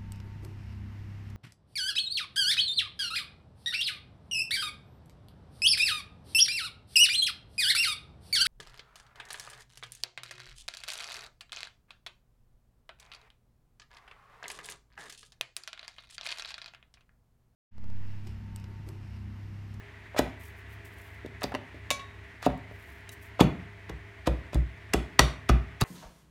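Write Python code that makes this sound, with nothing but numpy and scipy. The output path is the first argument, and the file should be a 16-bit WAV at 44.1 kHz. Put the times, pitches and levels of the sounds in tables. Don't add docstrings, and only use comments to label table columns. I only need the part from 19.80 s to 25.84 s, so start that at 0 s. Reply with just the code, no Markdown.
import sys
import numpy as np
from scipy import signal
from scipy.fft import rfft, irfft
from scipy.io import wavfile

SR = 44100
rng = np.random.default_rng(int(sys.argv[2]) if len(sys.argv) > 2 else 0)


def transcribe(signal):
    frames = np.atleast_2d(signal).T
    limited = np.clip(frames, -1, 1)
    pcm = np.round(limited * 32767).astype(np.int16)
    wavfile.write(sys.argv[1], SR, pcm)


N = 266319
RING_T = np.arange(int(.6 * SR)) / SR


def amp(db):
    return 10 ** (np.asarray(db) / 20)


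def unit(x):
    return x / np.sqrt(np.mean(x ** 2) + 1e-20)


def read(points, hz):
    point_hz, value = np.transpose(points)
    return np.interp(np.log(hz + 1), np.log(point_hz + 1), value)


def add(mix, start_s, sound):
    part = mix[max(round(start_s * SR), 0):][:len(sound)]
    part += sound[:len(part)]


def cut(x, hz, kind, order=2):
    return signal.sosfilt(signal.butter(order, min(hz, .47 * SR), kind, fs=SR, output="sos"), x)


def colour(x, spectrum):
    gain = amp(read(spectrum, np.fft.rfftfreq(len(x), 1 / SR)))
    return irfft(rfft(x) * gain, len(x))


def drift(rate_hz):
    return unit(cut(rng.standard_normal(N), rate_hz, "low"))


def fade(t60_s):
    return np.exp(-np.log(1000) * RING_T / t60_s)


def ring(modes):
    return sum(amp(db) * fade(t60) * np.cos(2 * np.pi * hz * RING_T) for hz, db, t60 in modes)


# delay_s, level_db
NEAR_ECHOES = [(.0023, -20), (.0041, -17), (.0068, -18), (.0097, -20), (0.017, -24)]
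# freq_hz, t60_s
ROOM_DECAY = [(80, 0.74), (250, 0.31), (700, 0.42), (2000, 0.43), (5000, 0.31), (9000, 0.32), (15000, 0.3)]
# freq_hz, level_db
WALL_COLOUR = [(60, 0.5), (150, 2.5), (400, -1), (1000, -2.5), (3000, -2), (7000, -9.5), (15000, -9.5)]
def room(x, tail_db, onset_s=0.0075):
    near = x.copy()
    for delay_s, db in NEAR_ECHOES:
        add(near, delay_s, amp(db) * x)
    hz, t, bands = signal.stft(rng.standard_normal(len(RING_T)), SR, nperseg=256)
    bands *= np.exp(-np.log(1000) * t / read(ROOM_DECAY, hz)[:, None])
    tail = signal.istft(bands, SR, nperseg=256)[1][:len(RING_T)]
    tail *= 1 - np.exp(-(RING_T / onset_s) ** 2)
    tail = colour(tail / np.linalg.norm(tail), WALL_COLOUR)[:SR // 2]
    return near + amp(tail_db) * signal.fftconvolve(x, tail)[:N]


# freq_hz, level_db
AIR_COLOUR = [(25, -22), (72, 3.5), (108, -8), (130, -10), (420, -14.5), (550, -24.5), (680, -11),
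              (750, -24), (850, -16), (1300, -19.5), (1950, -8), (2700, -19.5), (5000, -34.5),
              (16000, -50.5)]
# pitch_hz, rms_db
FAN_HUM = [(71, -55.5), (101.5, -52.5), (405, -63.5)]
def fan(air_db=-50.5, flutter_db=0.62, waver=0.26, wander_rad=0.99):
    t = np.arange(N) / SR
    hum = np.zeros(N)
    for hz, db in FAN_HUM:
        level = amp(db) * np.sqrt(2) * (1 + waver * drift(3.7))
        hum += level * np.sin(2 * np.pi * hz * t + wander_rad * drift(1.9))
    flutter = amp(air_db + flutter_db * drift(23.0))
    return flutter * unit(colour(rng.standard_normal(N), AIR_COLOUR)) + hum


# start_s, length_s, level_db
HAND_STROKES = [(0.579, 0.17, -57), (.75, 0.094, -66), (0.877, 0.11, -63), (1.041, .06, -56.5),
                (1.036, 0.44, -65), (2.883, 0.42, -65.5), (3.31, 0.044, -50), (3.39, 0.13, -59)]
# freq_hz, level_db
SKIN_COLOUR = [(2000, -5), (5000, -1.5), (9000, 2), (13500, 4), (16000, 2), (17000, -18)]
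def hands(level_db=-3, flutter_db=3, catch_size=1.1, catches_per_s=1200, skew=0.75):
    strokes = np.zeros(N)
    for start_s, length_s, db in HAND_STROKES:
        progress = np.linspace(0, 1, round(length_s * SR)) ** skew
        add(strokes, start_s, amp(db) * np.sin(np.pi * progress) ** 2)
    catches = rng.exponential(catch_size, N) * (rng.random(N) < catches_per_s / SR)
    friction = colour(rng.standard_normal(N) * (1 + catches), SKIN_COLOUR)
    return strokes * unit(friction) * amp(level_db + flutter_db * drift(60))


def bench(pitch_hz=60, build_s=0.027, lag_s=0.0046):
    out = np.zeros(N)
    swell = RING_T / build_s * np.exp(1 - RING_T / build_s)
    boom = swell * np.sin(2 * np.pi * pitch_hz * RING_T)
    for snap_s, *_, boom_db in PIPE_PUSHES + PLATE_PUSHES:
        add(out, snap_s + lag_s, amp(boom_db) * boom)
    return out


def knocks(hits, modes, low_cut, rattle_db, rattle_t60_s, rattle_hz, spot_db):
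    out = np.zeros(N)
    for start_s, db, hardness_hz in hits:
        offsets_db = spot_db * rng.standard_normal(len(modes))
        body = ring([(hz, level + offset, t60) for (hz, level, t60), offset in zip(modes, offsets_db)])
        burst = rng.standard_normal(len(RING_T)) * fade(rattle_t60_s)
        rattle = amp(rattle_db) * cut(burst, rattle_hz, "high")
        knock = cut(body + rattle, hardness_hz, "low", order=3)
        low_hz = low_cut if np.isscalar(low_cut) else read(low_cut, hardness_hz)
        add(out, start_s, amp(db) * cut(knock, low_hz, "high"))
    return out


# pitch_hz, level_db, t60_s
PIPE_MODES = [(1104, -7, .36), (1669, -16, .14), (2293, -8, .26), (2690, -10, .11), (2850, -9, .11),
              (3375, -17, .2), (3774, -18, .47), (3838, -21, .33), (4366, -17, .27), (5195, -22, .25),
              (5819, -23, .25), (6202, -19, .22), (6686, -13, .13), (6998, -19, .2), (9400, -25, .18)]
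# start_s, level_db, hardness_hz
PIPE_TAPS = [(2.1045, -22.5, 9400), (2.195, -37.5, 3900), (3.607, -32.5, 12300)]
def free_pipes(low_cut_hz=795):
    return knocks(PIPE_TAPS, PIPE_MODES, low_cut_hz,
                  rattle_db=-5.5, rattle_t60_s=0.13, rattle_hz=1500, spot_db=-2.5)


def slides(slips_per_s=900, slip_size=0.67, socket_share=0.82, start_db=-50, below=6.6, above=1.62):
    out, socket = np.zeros(N), ring(SOCKET_MODES)
    socket /= np.linalg.norm(socket)
    for snap_s, _, slide_s, slide_db, _, bright_hz, *_ in PIPE_PUSHES + PLATE_PUSHES:
        n = round(slide_s * SR)
        grit = rng.standard_normal(N)[:n]
        slips = rng.random(N)[:n] < slips_per_s / SR
        force = unit(grit * (1 + slip_size * slips)) * amp(np.linspace(start_db, slide_db, n))
        force = np.pad(force, (0, len(socket)))
        scrape = force + socket_share * signal.fftconvolve(force, socket)[:len(force)]
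        scrape = cut(scrape, bright_hz / below, "high")
        add(out, snap_s - slide_s, cut(scrape, bright_hz * above, "low"))
    return out


# start_s, click_db, bright_hz, knock_db, hardness_hz
PIPE_TOUCHES = [(0.346, -49, 900, -38, 905), (0.364, -31, 810, -25.5, 1010), (1.448, -56, 1300, -32.5, 404),
                (1.461, -39.5, 4170, -36.5, 437), (1.619, -28.5, 1470, -28, 1210),
                (1.6301, -31, 3900, -32, 1100), (1.72, -33, 1480, -32.5, 1120),
                (1.742, -29, 1980, -33, 825), (1.7497, -20, 1890, -27, 740), (1.944, -49, 2600, -38, 430),
                (2.1046, -14, 4450, -38, 1010), (2.111, -15.5, 3900, -34.5, 750),
                (2.627, -30, 3600, -34, 1240), (2.7021, -31, 1100, -40, 1370), (2.776, -52, 8100, -65, 900),
                (2.912, -46, 2550, -46, 700), (3.2919, -31.5, 5100, -62, 900),
                (3.595, -39, 1500, -22.5, 960), (4.732, -33.5, 2690, -39.5, 800)]
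def clicks(click_above=1.98, snap_above=3.53, neutral_hz=3460, catch_dulling=0.55, catch_pitch=0.28):
    rows = []
    for start_s, db, bright_hz, _, _ in PIPE_TOUCHES:
        pitch = (bright_hz / neutral_hz) ** 0.36
        rows.append((start_s, db, bright_hz, click_above, pitch))
    for snap_s, settle_s, _, _, snap_db, bright_hz, pitch, catch_db, *_ in PIPE_PUSHES + PLATE_PUSHES:
        rows.append((snap_s, snap_db, bright_hz, snap_above, pitch))
        catch_hz = bright_hz * catch_dulling
        rows.append((snap_s + settle_s, catch_db, catch_hz, click_above, pitch * catch_pitch))
    return rows


# pitch_hz, level_db, t60_s
SOCKET_MODES = [(920, -16, 0.01), (1190, -30, 0.004), (1265, 5, 0.0077), (1988, -5.5, 0.026),
                (2400, -5, 0.019), (3380, -7, 0.035), (3870, -35, 0.039), (5970, -25, 0.018),
                (7000, -28, .011), (8000, -51.5, 0.0084), (11300, -3, 0.0026), (14000, 6, .004)]
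def snaps(socket_db=-8, crack_db=-4, crack_t60_s=0.015, slip_s=0.001072, slip_db=-2, below=1.85):
    cracks, notes = np.zeros((2, N))
    for start_s, db, bright_hz, above, pitch in clicks():
        crack = amp(crack_db) * rng.standard_normal(len(RING_T)) * fade(crack_t60_s)
        socket = amp(socket_db) * ring([(hz * pitch, level, t60) for hz, level, t60 in SOCKET_MODES])
        both = cut(np.array([crack, socket]), bright_hz / below, "high")
        crack, socket = amp(db) * cut(both, bright_hz * above, "low")
        add(cracks, start_s, crack)
        add(notes, start_s, socket)
        add(notes, start_s + slip_s, amp(slip_db) * socket)
    return cracks, notes


def blows(pushes, lag_s=0.002492):
    hits = []
    for snap_s, settle_s, *_, knock_db, knock_hz, settle_db, settle_hz, _ in pushes:
        home_s = snap_s + lag_s
        hits += [(home_s, knock_db, knock_hz), (home_s + settle_s, settle_db, settle_hz)]
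    return hits


# pitch_hz, level_db, t60_s
BASE_MODES = [(114, -31, 0.11), (135.5, -21.5, 0.18), (189, -13, 0.11), (262, -1.5, 0.063),
              (365, 0.5, 0.031), (465, -10.5, 0.029), (596, -2, 0.025), (580, -9, 0.049), (620, -20, 0.032),
              (690, -41, 0.12), (770, -24, .04), (900, -56, 0.024)]
# hardness_hz, low_cut_hz
BASE_LOW_CUT = [(450, 47), (800, 72), (1300, 1200)]
# snap_s, settle_s, slide_s, slide_db, snap_db, bright_hz, pitch_factor,
# catch_db, knock_db, knock_hardness_hz, settle_db, settle_hardness_hz, boom_db
PIPE_PUSHES = [(0.3905, 0.0029, 0.028, -24, -18, 3630, 1.25, -22, -17.5, 780, -26, 665, -33.5),
               (1.634, 0.0059, .025, -70, -25.5, 4350, 1.2, -19, -37, 1026, -25, 630, -43),
               (2.662, .007, 0.041, -36, -27, 3240, 1.1, -30, -16.5, 812, -23, 710, -33.5)]
def round_base():
    touches = [(start_s, db, hardness_hz) for start_s, _, _, db, hardness_hz in PIPE_TOUCHES]
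    return knocks(blows(PIPE_PUSHES) + touches, BASE_MODES, BASE_LOW_CUT,
                  rattle_db=15.5, rattle_t60_s=0.047, rattle_hz=400, spot_db=4.0)


# pitch_hz, level_db, t60_s
PLATE_MODES = [(118.2, -18, 0.065), (145.6, -2.5, 0.055), (192.5, -9, 0.033), (253.4, -12, 0.052),
               (298, -3, 0.017), (318, -2, 0.04), (497, -12.5, 0.028), (582, -5.5, 0.037),
               (663, -5.5, 0.042), (795, -9, 0.052), (1124, -3, 0.053), (1220, -14.5, 0.034)]
# hardness_hz, low_cut_hz
PLATE_LOW_CUT = [(200, 44), (1200, 115)]
PLATE_PUSHES = [(3.607, 0.0045, 0.018, -20, -16.5, 2400, .89, -9.5, -7, 460, -11.5, 516, -27),
                (4.096, 0.005, 0.004, -37, -34.5, 2210, 0.85, -55, -35, 750, -38.5, 298, -37),
                (4.472, .005, 0.015, -29, -23, 2400, 0.92, -19.5, -18, 600, -51, 400, -21.5),
                (4.745, 0.0088, 0.019, -46, -29.5, 2800, 1.02, -31, -17, 154, -24, 437, -17),
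                (5.1367, 0.0043, 0.0057, -17, -12.5, 2620, 0.81, -30, -30, 700, -18.5, 640, -25),
                (5.393, 0.00774, .006, -9.5, 2.5, 1843, 0.963, -25, -17.5, 1100, -22.5, 800, -19),
                (5.693, 0.0066, 0.0056, -19, -23, 3350, 1.45, -17.5, -21, 1200, -10.5, 218, -13.5),
                (6.012, 0.0062, .01, -30.5, -17, 3430, 1.13, -13.5, -27, 1200, -9, 158, -24)]
def wooden_plate():
    return knocks(blows(PLATE_PUSHES), PLATE_MODES, PLATE_LOW_CUT,
                  rattle_db=17.5, rattle_t60_s=0.04, rattle_hz=480, spot_db=2.5)


def scene():
    base, plate, pipes = round_base(), wooden_plate(), free_pipes()
    cracks, socket_notes = snaps()
    bodies = room(base, tail_db=-9) + room(plate, tail_db=-7)
    friction = room(cracks + slides() + hands(), tail_db=-4.5)
    beamed = room(socket_notes + pipes, tail_db=-16)
    return (bodies + friction + beamed + bench() + fan())[None]


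def record(dry, low_cut_hz=30, top_hz=16200):
    clipped = np.clip(cut(dry, low_cut_hz, "high"), -1, 1)
    band_limit = signal.firwin(511, top_hz, window=("kaiser", 9), fs=SR)
    return signal.oaconvolve(clipped, band_limit[None], "same")


dry = scene()
out = record(dry)
transcribe(out)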